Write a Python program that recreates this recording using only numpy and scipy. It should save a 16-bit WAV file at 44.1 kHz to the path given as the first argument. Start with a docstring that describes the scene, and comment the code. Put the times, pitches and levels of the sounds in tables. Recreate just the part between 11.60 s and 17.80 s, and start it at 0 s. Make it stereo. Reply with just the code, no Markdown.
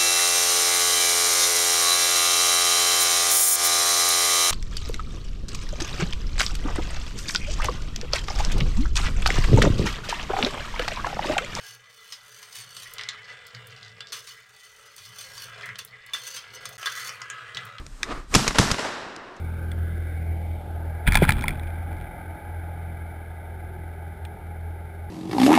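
"""Wooden marble machine

Steel balls run through a small wooden machine on a table in a quiet room. They rumble over trays,
circle in a turned dish and sizzle and rattle along wire rails. They knock on the wood and click
against each other; one mode of the wood sings along, and the hollow base booms underneath."""
import sys
import numpy as np
from scipy import signal
from scipy.fft import rfft, irfft, next_fast_len
from scipy.io import wavfile
from scipy.ndimage import uniform_filter1d, map_coordinates

SR = 44100
rng = np.random.default_rng(int(sys.argv[2]) if len(sys.argv) > 2 else 0)


def master(y):
    """Save y as 16-bit WAV."""
    cut = np.clip(np.atleast_2d(y).T, -1, 1)
    pcm = np.round(cut * 32767)  # scale
    wavfile.write(sys.argv[1], SR, pcm.astype(np.int16))


N = 273420

# Faders for rolling on the trays and in the dish. Each row: time in seconds, relative level in dB.
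TRAY_FADER = [(0.0, -52.5), (0.35, -58.5), (1.23, -53.5), (1.39, -47), (2.19, -50.5), (2.43, -55),
              (3.19, -58.5), (3.66, -53.5), (4.02, -44.5), (4.24, -55), (5.08, -48), (5.2, -54)]
DISH_FADER = [(5.18, -48), (5.36, -44.5), (5.51, -43.5), (5.62, -44), (6.04, -45), (6.2, -52)]
# A ball gathers speed on the rails and runs out. Each row: fastest moment in seconds,
# relative level in dB, run-up in seconds, run-out in seconds.
RAIL_RUNS = [(0.09, -47.5, 0.19, 0.11), (0.51, -51, 0.34, 0.1), (0.77, -51.5, 0.31, 0.2),
             (0.989, -42.5, 0.19, 0.11), (1.22, -44.5, 0.27, 0.14), (2.57, -45, 0.025, 0.11),
             (2.698, -47.5, 0.15, 0.095), (3.06, -56, 0.41, 0.93), (3.44, -48.5, 0.15, 0.15),
             (3.61, -41.5, 0.084, 0.12), (3.822, -43, 0.14, 0.082), (4.59, -44, 0.062, 0.057),
             (4.681, -37, 0.075, 0.036), (4.766, -39.5, 0.11, 0.011), (4.95, -46.5, 0.046, 0.031),
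             (5.393, -40, 0.33, 0.17), (5.481, -41, 0.11, 0.035)]
# A ball lands on the rails. Each row: start in seconds, hit level in dB, chatter in dB against the hit,
# wire ring level in dB, ring pitch in Hz.
RAIL_LANDINGS = [(0.5224, -35, 2, -36, 5120), (0.827, -32.5, -5.5, -53, 4400),
                 (1.166, -25.5, -17, -35, 4360), (2.4062, -48, -17, -30.5, 3500),
                 (2.5213, -33, 6.5, -35, 4340), (2.5268, -34.5, 8.5, -35.5, 3000),
                 (2.672, -41, 7, -48, 5450), (3.379, -36.5, -1, -47, 3440), (3.7775, -25.5, -20, -36, 4660),
                 (4.189, -21, -14.5, -39, 3500), (4.5343, -24, 0, -21, 3515), (4.7644, -36, 8.5, -33, 5110),
                 (5.0543, -19.5, -20, -41, 5180), (5.258, -18.5, -8.5, -22, 3497)]
# A ball hits wood. Each row: start in seconds, frame level in dB, pitch of the struck spot in Hz,
# its ring level in dB, treble tilt of the frame in dB per octave.
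WOOD_KNOCKS = [(0.5225, -31, 3450, -23, 5), (1.3825, -21, 3820, -17.5, -12), (1.393, -24, 1950, -22, -8),
               (1.4108, -19, 3280, -21.5, -2), (1.435, -25, 4300, -21.5, -14),
               (1.488, -13.5, 3780, -12, -1.5), (1.948, -19.5, 4100, -27, -3),
               (2.4061, -19, 3460, -19, -19), (4.0096, -26, 1950, -25.5, -4), (4.0305, -31, 2030, -28, -13),
               (4.0894, -16.5, 1940, -29.5, -19), (4.1562, -20, 3340, -25, -8),
               (4.547, -10, 3450, -22, -17), (5.2285, -15.5, 2400, -33, 0), (5.2706, -9.5, 3640, -16, -9),
               (5.4925, -16, 5100, -22, 1), (5.617, -15.5, 5060, -23, -3), (5.7, -15.5, 6350, -18.5, 3),
               (5.947, -32, 4520, -22.5, -7), (5.9705, -14, 3280, -15.5, -8),
               (6.1825, -22.5, 3180, -27, -16)]
# Light taps on a tray wall. Each row: start in seconds, level in dB.
WALL_TAPS = [(1.6435, -36), (1.694, -35), (1.7161, -39), (2.106, -31), (2.1631, -30), (2.229, -25.5),
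             (2.2808, -31), (2.4705, -25), (2.484, -31)]
# Ball against ball. Each row: start in seconds, level in dB, centre in Hz, left minus right in dB.
BALL_CLICKS = [(0.148, -32, 12100, 1), (1.3114, -35, 14000, 0), (1.337, -21, 9700, 0),
               (1.868, -30, 7300, 5), (2.0703, -30.5, 10900, -4), (3.364, -28.5, 8300, 4),
               (4.058, -26, 6000, 4), (4.186, -25.5, 7200, 5), (4.249, -23, 12900, -5),
               (4.463, -33, 9500, 5), (5.09, -23, 13300, 2), (6.052, -27, 13900, 0)]
# A ball crosses the wood's most resonant spot (sings) or the hollow base (booms).
# Each row: start in seconds, level in dB, hold in seconds.
SINGS = [(1.255, -39, 0.015), (1.393, -36, 0.03), (1.484, -33, 0.012), (1.573, -40.5, 0.026),
         (1.94, -48, 0.044), (4.031, -31, 0.021), (4.075, -36, 0.037), (4.326, -41.5, 0.023),
         (4.385, -50, 0.11), (5.36, -38, 0.15)]
BOOMS = [(0.97, -60, 0.23), (1.93, -49.5, 0.028), (2.08, -56, 0.33), (3.4, -60, 0.91), (4.08, -50.5, 0.028),
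         (5.02, -53.5, 0.079), (5.945, -45.5, 0.038)]
# The standout resonances of each part. Each row: pitch in Hz, bandwidth in Hz, relative level in dB.
TRAY_MODES = [(423.7, 10.3, -12.5), (1641, 26, -1), (2001.4, 23, 2), (2994, 91, -10.5), (3490, 99, -13.5)]
DISH_MODES = [(1310, 55, 8.4), (1678, 50, 10.7), (2010, 32, 11.8)]
RAIL_MODES = [(3024, 79, -6), (3463, 46, 0), (4483, 81, -0.5), (6170, 170, -0.5), (8850, 320, -6)]
# The bed of dense, weaker modes between them. Each row: frequency in Hz, relative level in dB.
TRAY_BED = [(150, -27), (330, -39.5), (440, -17), (880, -23.5), (1350, -8.5), (1700, -15.5), (2400, -15.5),
            (4600, -30), (8400, -35.5), (10300, -46), (14000, -78)]
DISH_BED = [(300, -31), (450, -14.5), (900, -22), (1250, -3), (2100, -15), (2500, -10), (3000, -12),
            (5500, -27), (8500, -30.5), (16000, -70)]
RAIL_BED = [(300, -29.5), (870, -20), (1100, -2.5), (2400, -4), (6300, -1.5), (7650, -9), (8500, -8),
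            (14500, -9.5), (16000, -12)]
# Tone of the hollow base and of the room's air. Each row: frequency in Hz, relative level in dB.
BASE_EQ = [(25, -59), (60, -18), (88, -13.5), (103, 1.5), (121, 8), (145, -13.5), (195, -8.5), (240, -30),
           (900, -43)]
AIR_EQ = [(120, 12), (1000, -31), (8000, 12), (13000, -39)]
# Stereo image. Each row: frequency in Hz, correlation of left and right (1 is mono).
STEREO_CORRELATION = [(200, 0.99), (600, 0.84), (1300, 0.8), (2000, 0.18), (2700, 0.02), (8000, 0.048)]
# Reverb tail. Each row: frequency in Hz, time to fall 60 dB in seconds.
ROOM_DECAY = [(200, 0.2), (2000, 0.2), (6000, 0.11), (15000, 0.0047)]
# Modes of the rail wires. Each entry: pitch in Hz.
WIRE_HZ = [2940, 3170, 3480, 4325, 4465, 5140, 6100, 6350, 8430]

SCUFF_S = .002  # decay of the scuff from one tiny hop
RUN_DEPTH_DB = 20  # swell over a run-up or run-out
WIRE_T60_S, RATTLE_PER_S, RATTLE_DB = 0.12, 70, -1.5
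REBOUND_RANGE_S, REBOUND_LOSS_DB = (.006, .022), 5
SING_ATTACK_S, SING_T60_S, SING_FOLLOW_DB = 0.0011, 0.044, -9  # follow: level against the rolling faders
BOOM_ATTACK_S, BOOM_T60_S, BOOM_FOLLOW_DB = 0.0028, 0.78, -13
DROPOUT_S, TOP_HZ = (5.170, 5.180), 16000
LEFT_LEAD_S = (.00022, .00009)  # before and after the dropout

FFT_SIZE = 2 * next_fast_len(N // 2 + SR // 4)
HZ, TIME = np.fft.rfftfreq(FFT_SIZE, 1 / SR), np.arange(N) / SR
HIT_HZ, HIT_TIME = np.fft.rfftfreq(SR // 8, 1 / SR), np.arange(SR // 8) / SR


def trays(wood):
    """Balls rumble over the carved trays, driving the modes of the wood."""
    return filtered(rolling(bumps_per_s=110, bump_db=-5.5), wood) * fader(TRAY_FADER) * amp(4.0)


def dish():
    """Balls circle close by in the turned dish and set its modes ringing."""
    force = rolling(bumps_per_s=170, bump_db=-3.5) * fader(DISH_FADER) * amp(3.0)
    return filtered(force, body(DISH_BED, DISH_MODES, modes_db=-9.5))


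def rails(swell):
    """Balls land on the steel wires, chatter to rest and sizzle along them."""
    sizzle = rolling(bumps_per_s=110, bump_db=1) * swell * amp(4.5)
    drops, pings = np.zeros((2, 2, N))
    for start, db, chatter_db, ring_db, hz in RAIL_LANDINGS:
        add(drops, start, amp(db) * impact(t60=.03, chatter_db=chatter_db, chatter_t60=.2))
        add(pings, start, amp(ring_db) * wire_ring(hz))
    # a landing presses longer than a surface bump, so it is duller
    drops = filtered(drops, 1 / (1 + 1j * HZ / 6000))
    return filtered(sizzle + drops, body(RAIL_BED, RAIL_MODES, modes_db=5.5)) + pings


def rattle(swell):
    """A ball skips along the wires; each touch rings a different mix of their modes."""
    touches = hops(RATTLE_PER_S)[0] * swell
    onsets = np.flatnonzero(touches)
    track = np.zeros((2, N))
    rings = np.stack([wire_ring(hz) for hz in WIRE_HZ], axis=-1)
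    for onset, mix in zip(onsets, rng.standard_normal((len(onsets), len(WIRE_HZ)))):
        add(track, onset / SR, touches[onset] * (rings @ unit(mix * np.abs(mix))))
    return unit(track) * np.sqrt(np.mean(swell ** 2)) * amp(RATTLE_DB)


def knocks(wood):
    """Each knock sounds the wooden frame and a short ring of the struck spot."""
    frame, spot = np.zeros((2, 2, N))
    # a small ball hardly moves the low modes, and wood is too soft for the top octave
    low_cut = (1j * HIT_HZ / (1100 + 1j * HIT_HZ)) ** 2
    high_cut = 1 / (1 + 1.2j * HIT_HZ / 7500 - (HIT_HZ / 7500) ** 2)
    treble_octaves = np.log2(np.clip(HIT_HZ, 2000, 8000) / 2000)
    for start, frame_db, hz, ring_db, tilt_db in WOOD_KNOCKS:
        force = rfft(impact(t60=.011, chatter_db=-20, chatter_t60=.05)) * high_cut
        hardness = amp(tilt_db * treble_octaves)
        ring = unit(resonance(HIT_HZ, hz, width=1500) * resonance(HIT_HZ, hz, width=4500))
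        add(frame, start, amp(frame_db) * irfft(force * low_cut * hardness))
        add(spot, start, amp(ring_db) * irfft(force * ring))
    return filtered(frame, wood) + spot


def taps():
    """Balls tap the tray walls and rebound unevenly; ridges in the wood add faint ticks as they roll."""
    touch = lambda: impact(t60=.007, chatter_db=-22, chatter_t60=.05)
    ridges = unit(signal.fftconvolve(hops(per_s=55), touch(), axes=1)[:, :N])
    track = ridges * fader(TRAY_FADER) * amp(-11.0)
    for start, db in WALL_TAPS:
        for bounce, flight in enumerate(rng.uniform(*REBOUND_RANGE_S, size=3)):
            add(track, start, amp(db - REBOUND_LOSS_DB * bounce) * touch())
            start += flight
    return filtered(track, unit(resonance(HZ, hz=4500, width=3900) ** 4))


def clicks():
    """Steel on steel: very short, very bright ticks, each with its own pan."""
    track = np.zeros((2, N))
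    for start, db, hz, pan_db in BALL_CLICKS:
        force = rfft(impact(t60=0.008, chatter_db=-25.0, chatter_t60=0.16))
        brightness = unit(resonance(HIT_HZ, hz, width=14400) ** 2)
        sides = amp(db + np.array([[pan_db], [-pan_db]]) / 2)
        add(track, start, sides * irfft(force * brightness))
    return track


def singing():
    """Rolling keeps one strong mode of the wood ringing, most of all at its resonant spot."""
    mode = resonance(HZ, hz=1985, width=100) * resonance(HZ, hz=1985, width=800)
    ring = filtered(rng.standard_normal((2, N)), mode)
    # the ball feeds the mode without a break, so the ring is compressed and seldom fades out
    ring = unit(ring / np.sqrt(np.abs(signal.hilbert(ring))))
    return ring * np.hypot(amp(SING_FOLLOW_DB) * wood_swell(), held(SINGS, SING_ATTACK_S, SING_T60_S))


def boom():
    """The hollow base hums under the rolling on wood and booms when a ball crosses it."""
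    hum = amp(BOOM_FOLLOW_DB) * wood_swell()
    return noise(BASE_EQ) * np.hypot(hum, held(BOOMS, BOOM_ATTACK_S, BOOM_T60_S))


def room(send):
    """A short reverb off the walls that shifts as the balls move about; the treble dies first."""
    wet, step = np.zeros((2, N)), SR // 4
    window = signal.get_window("hann", 2 * step)
    padded = np.pad(send, ((0, 0), (step, 2 * step)))
    for start in range(0, N + step, step):
        hz, age, bands = signal.stft(rng.standard_normal((2, SR // 3)), SR, nperseg=256)
        decay = amp(-60 * age / curve(ROOM_DECAY, hz)[:, None])
        tail = signal.istft(bands * decay, SR, nperseg=256)[1]
        chunk = padded[:, start:start + 2 * step] * window
        reverb = signal.fftconvolve(chunk, tail / np.linalg.norm(tail[0]), axes=1)
        add(wet, (start - step) / SR, reverb[:, max(step - start, 0):])
    return wet


def room_tone():
    """The faint air of the quiet room."""
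    return amp(-72) * noise(AIR_EQ)


def rolling(bumps_per_s, bump_db):
    """Contact force of a rolling ball: fine surface grain and tiny hops, each a short scuff."""
    grain = rng.standard_normal((2, N)) * amp(2.2 * wobble(per_s=260))
    scuff_power = signal.lfilter([1], [1, -np.exp(-1 / (SCUFF_S * SR))], hops(bumps_per_s)[0] ** 2)
    bumps = np.sqrt(scuff_power) * rng.standard_normal((2, N))
    sway = amp(.9 * wobble(per_s=20))
    return unit(shifting_modes(unit(grain) + amp(bump_db) * unit(bumps)) * sway)


def hops(per_s):
    """Tiny contacts at random moments, scattered over 14 dB."""
    return (rng.random(N) < per_s / SR) * amp(-14 * rng.random(N)) * rng.choice([-1, 1], (2, N))


def shifting_modes(force):
    """As a ball travels it feeds some modes and misses others: narrow bands swell and fade."""
    bands = signal.stft(force, nperseg=1024)[2]
    drift = rng.standard_normal(bands.shape[1:])
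    for _ in range(2):
        drift = uniform_filter1d(uniform_filter1d(drift, size=5, axis=0), size=7, axis=1)
    gain = unit(amp(2.2 * unit(drift)))
    return signal.istft(bands * gain, nperseg=1024)[1][:, :N]


def impact(t60, chatter_db, chatter_t60):
    """A noise burst for the contact, with a longer tail of chatter through the frame."""
    attack = 1 - np.exp(-HIT_TIME / .0004)
    envelope = (amp(-60 * HIT_TIME / t60) + amp(chatter_db - 60 * HIT_TIME / chatter_t60)) * attack
    burst = envelope * rng.standard_normal((2, len(HIT_TIME)))
    return burst * np.sqrt(np.sum(envelope ** 2) / np.sum(burst ** 2))


def wire_ring(hz):
    """One mode of the rail after a touch: its two wires are slightly out of tune and beat."""
    detuned_hz = hz * (1 + .002 * rng.standard_normal((2, 2, 1)))
    tone = np.sin(2 * np.pi * (detuned_hz * HIT_TIME + rng.random((2, 1)))).mean(axis=0)
    attack = 1 - np.exp(-HIT_TIME / 0.00064)
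    return tone * attack * amp(-60 * HIT_TIME / WIRE_T60_S)


def body(bed, modes, modes_db):
    """The resonant colour of a part: distinct modes over a bed of dense ones."""
    peaks = sum(np.abs(amp(db + modes_db) * resonance(HZ, hz, width)) ** 2 for hz, width, db in modes)
    power = amp(curve(bed, HZ)) ** 2 + peaks
    # minimum phase, so the ring comes after the hit
    cepstrum = irfft(np.log(power + 1e-12))
    cepstrum[0] /= 2
    return unit(np.exp(rfft(cepstrum[:FFT_SIZE // 2], FFT_SIZE)))


def wood_swell():
    """Envelope of all rolling on wood, trays and dish together."""
    return np.hypot(fader(TRAY_FADER), amp(-2.0) * fader(DISH_FADER))


def rail_swell():
    """Envelope of the rail runs: each swells as the ball speeds up, then fades."""
    power = np.zeros(N)
    for fastest, db, run_up, run_out in RAIL_RUNS:
        from_peak = np.maximum((fastest - TIME) / run_up, (TIME - fastest) / run_out)
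        power += amp(db - RUN_DEPTH_DB * from_peak) ** 2
    return np.sqrt(power)


def held(cues, attack_s, t60):
    """Envelope of cues that each build up, hold and ring out."""
    power = np.zeros((1, N))
    for start, db, hold in cues:
        age = TIME[None, :round((hold + t60) * SR)]
        attack = 1 - np.exp(-age / attack_s)
        release_db = 60 * np.maximum(age - hold, 0) / t60
        add(power, start, (attack * amp(db - release_db)) ** 2)
    return np.sqrt(power[0])


def spread(pair):
    """Two unrelated signals become left and right: bass centred, treble wide."""
    angle = np.arccos(np.clip(curve(STEREO_CORRELATION, HZ), -1, 1)) / 2
    mid, side = filtered(pair, np.array([np.cos(angle), np.sin(angle)]))
    return np.array([mid + side, mid - side])


def perspective(pair):
    """The left ear leads; after the dropout the listener is at the dish and it leads less."""
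    left, right = pair
    before, after = (filtered(right, np.exp(-2j * np.pi * HZ * lead)) for lead in LEFT_LEAD_S)
    return np.array([left, np.where(TIME < DROPOUT_S[0], before, after)])


def noise(eq):
    """Two unrelated noises shaped by an EQ curve, at rms 1."""
    return unit(filtered(rng.standard_normal((2, N)), amp(curve(eq, HZ))))


def wobble(per_s):
    """A smooth random modulator with per_s points a second."""
    return map_coordinates(rng.standard_normal(int(N * per_s / SR) + 4), [TIME * per_s])


def fader(points):
    """Gain per sample from (seconds, dB) points; silent outside them."""
    return amp(np.interp(TIME, *np.transpose(points), left=-np.inf, right=-np.inf))


def curve(points, hz):
    """Read (Hz, value) points along a log frequency axis."""
    point_hz, values = np.transpose(points)
    return np.interp(np.log(hz + 1), np.log(point_hz + 1), values)


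def resonance(f, hz, width):
    """Response of one damped mode at frequencies f; centre and width in Hz."""
    return 1j * f * width / (hz * hz - f * f + 1j * f * width)


def filtered(x, response):
    """Run x through a frequency response on the HZ grid."""
    return irfft(rfft(x, FFT_SIZE) * response, FFT_SIZE)[..., :N]


def add(track, start_s, sound):
    """Mix a sound into a track at its cue."""
    part = track[:, max(round(start_s * SR), 0):][:, :sound.shape[1]]
    part += sound[:, :part.shape[1]]


def amp(db):
    """Decibels to gain."""
    return np.exp(np.asarray(db) * (np.log(10) / 20))


def unit(x):
    """Scale to rms 1."""
    return x / np.sqrt(np.mean(np.abs(x) ** 2) + 1e-20)


def scene():
    """The mix: rolls and hits up front, the booming base and the room behind."""
    wood = body(TRAY_BED, TRAY_MODES, modes_db=-1)
    swell = rail_swell()
    rolls = trays(wood) + dish() + rails(swell) + rattle(swell) + singing()
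    hits, ticks = knocks(wood) + taps(), clicks()
    reverb = room(amp(-6.5) * rolls + amp(-5) * (hits + ticks))
    return perspective(spread(rolls + hits + reverb + boom() + room_tone()) + ticks)


def record(dry):
    """The sound drops out for an instant, and everything above TOP_HZ is cut."""
    live = (TIME < DROPOUT_S[0]) | (TIME > DROPOUT_S[1])
    return filtered(dry * live, HZ < TOP_HZ)


dry = scene()
out = record(dry)
master(out)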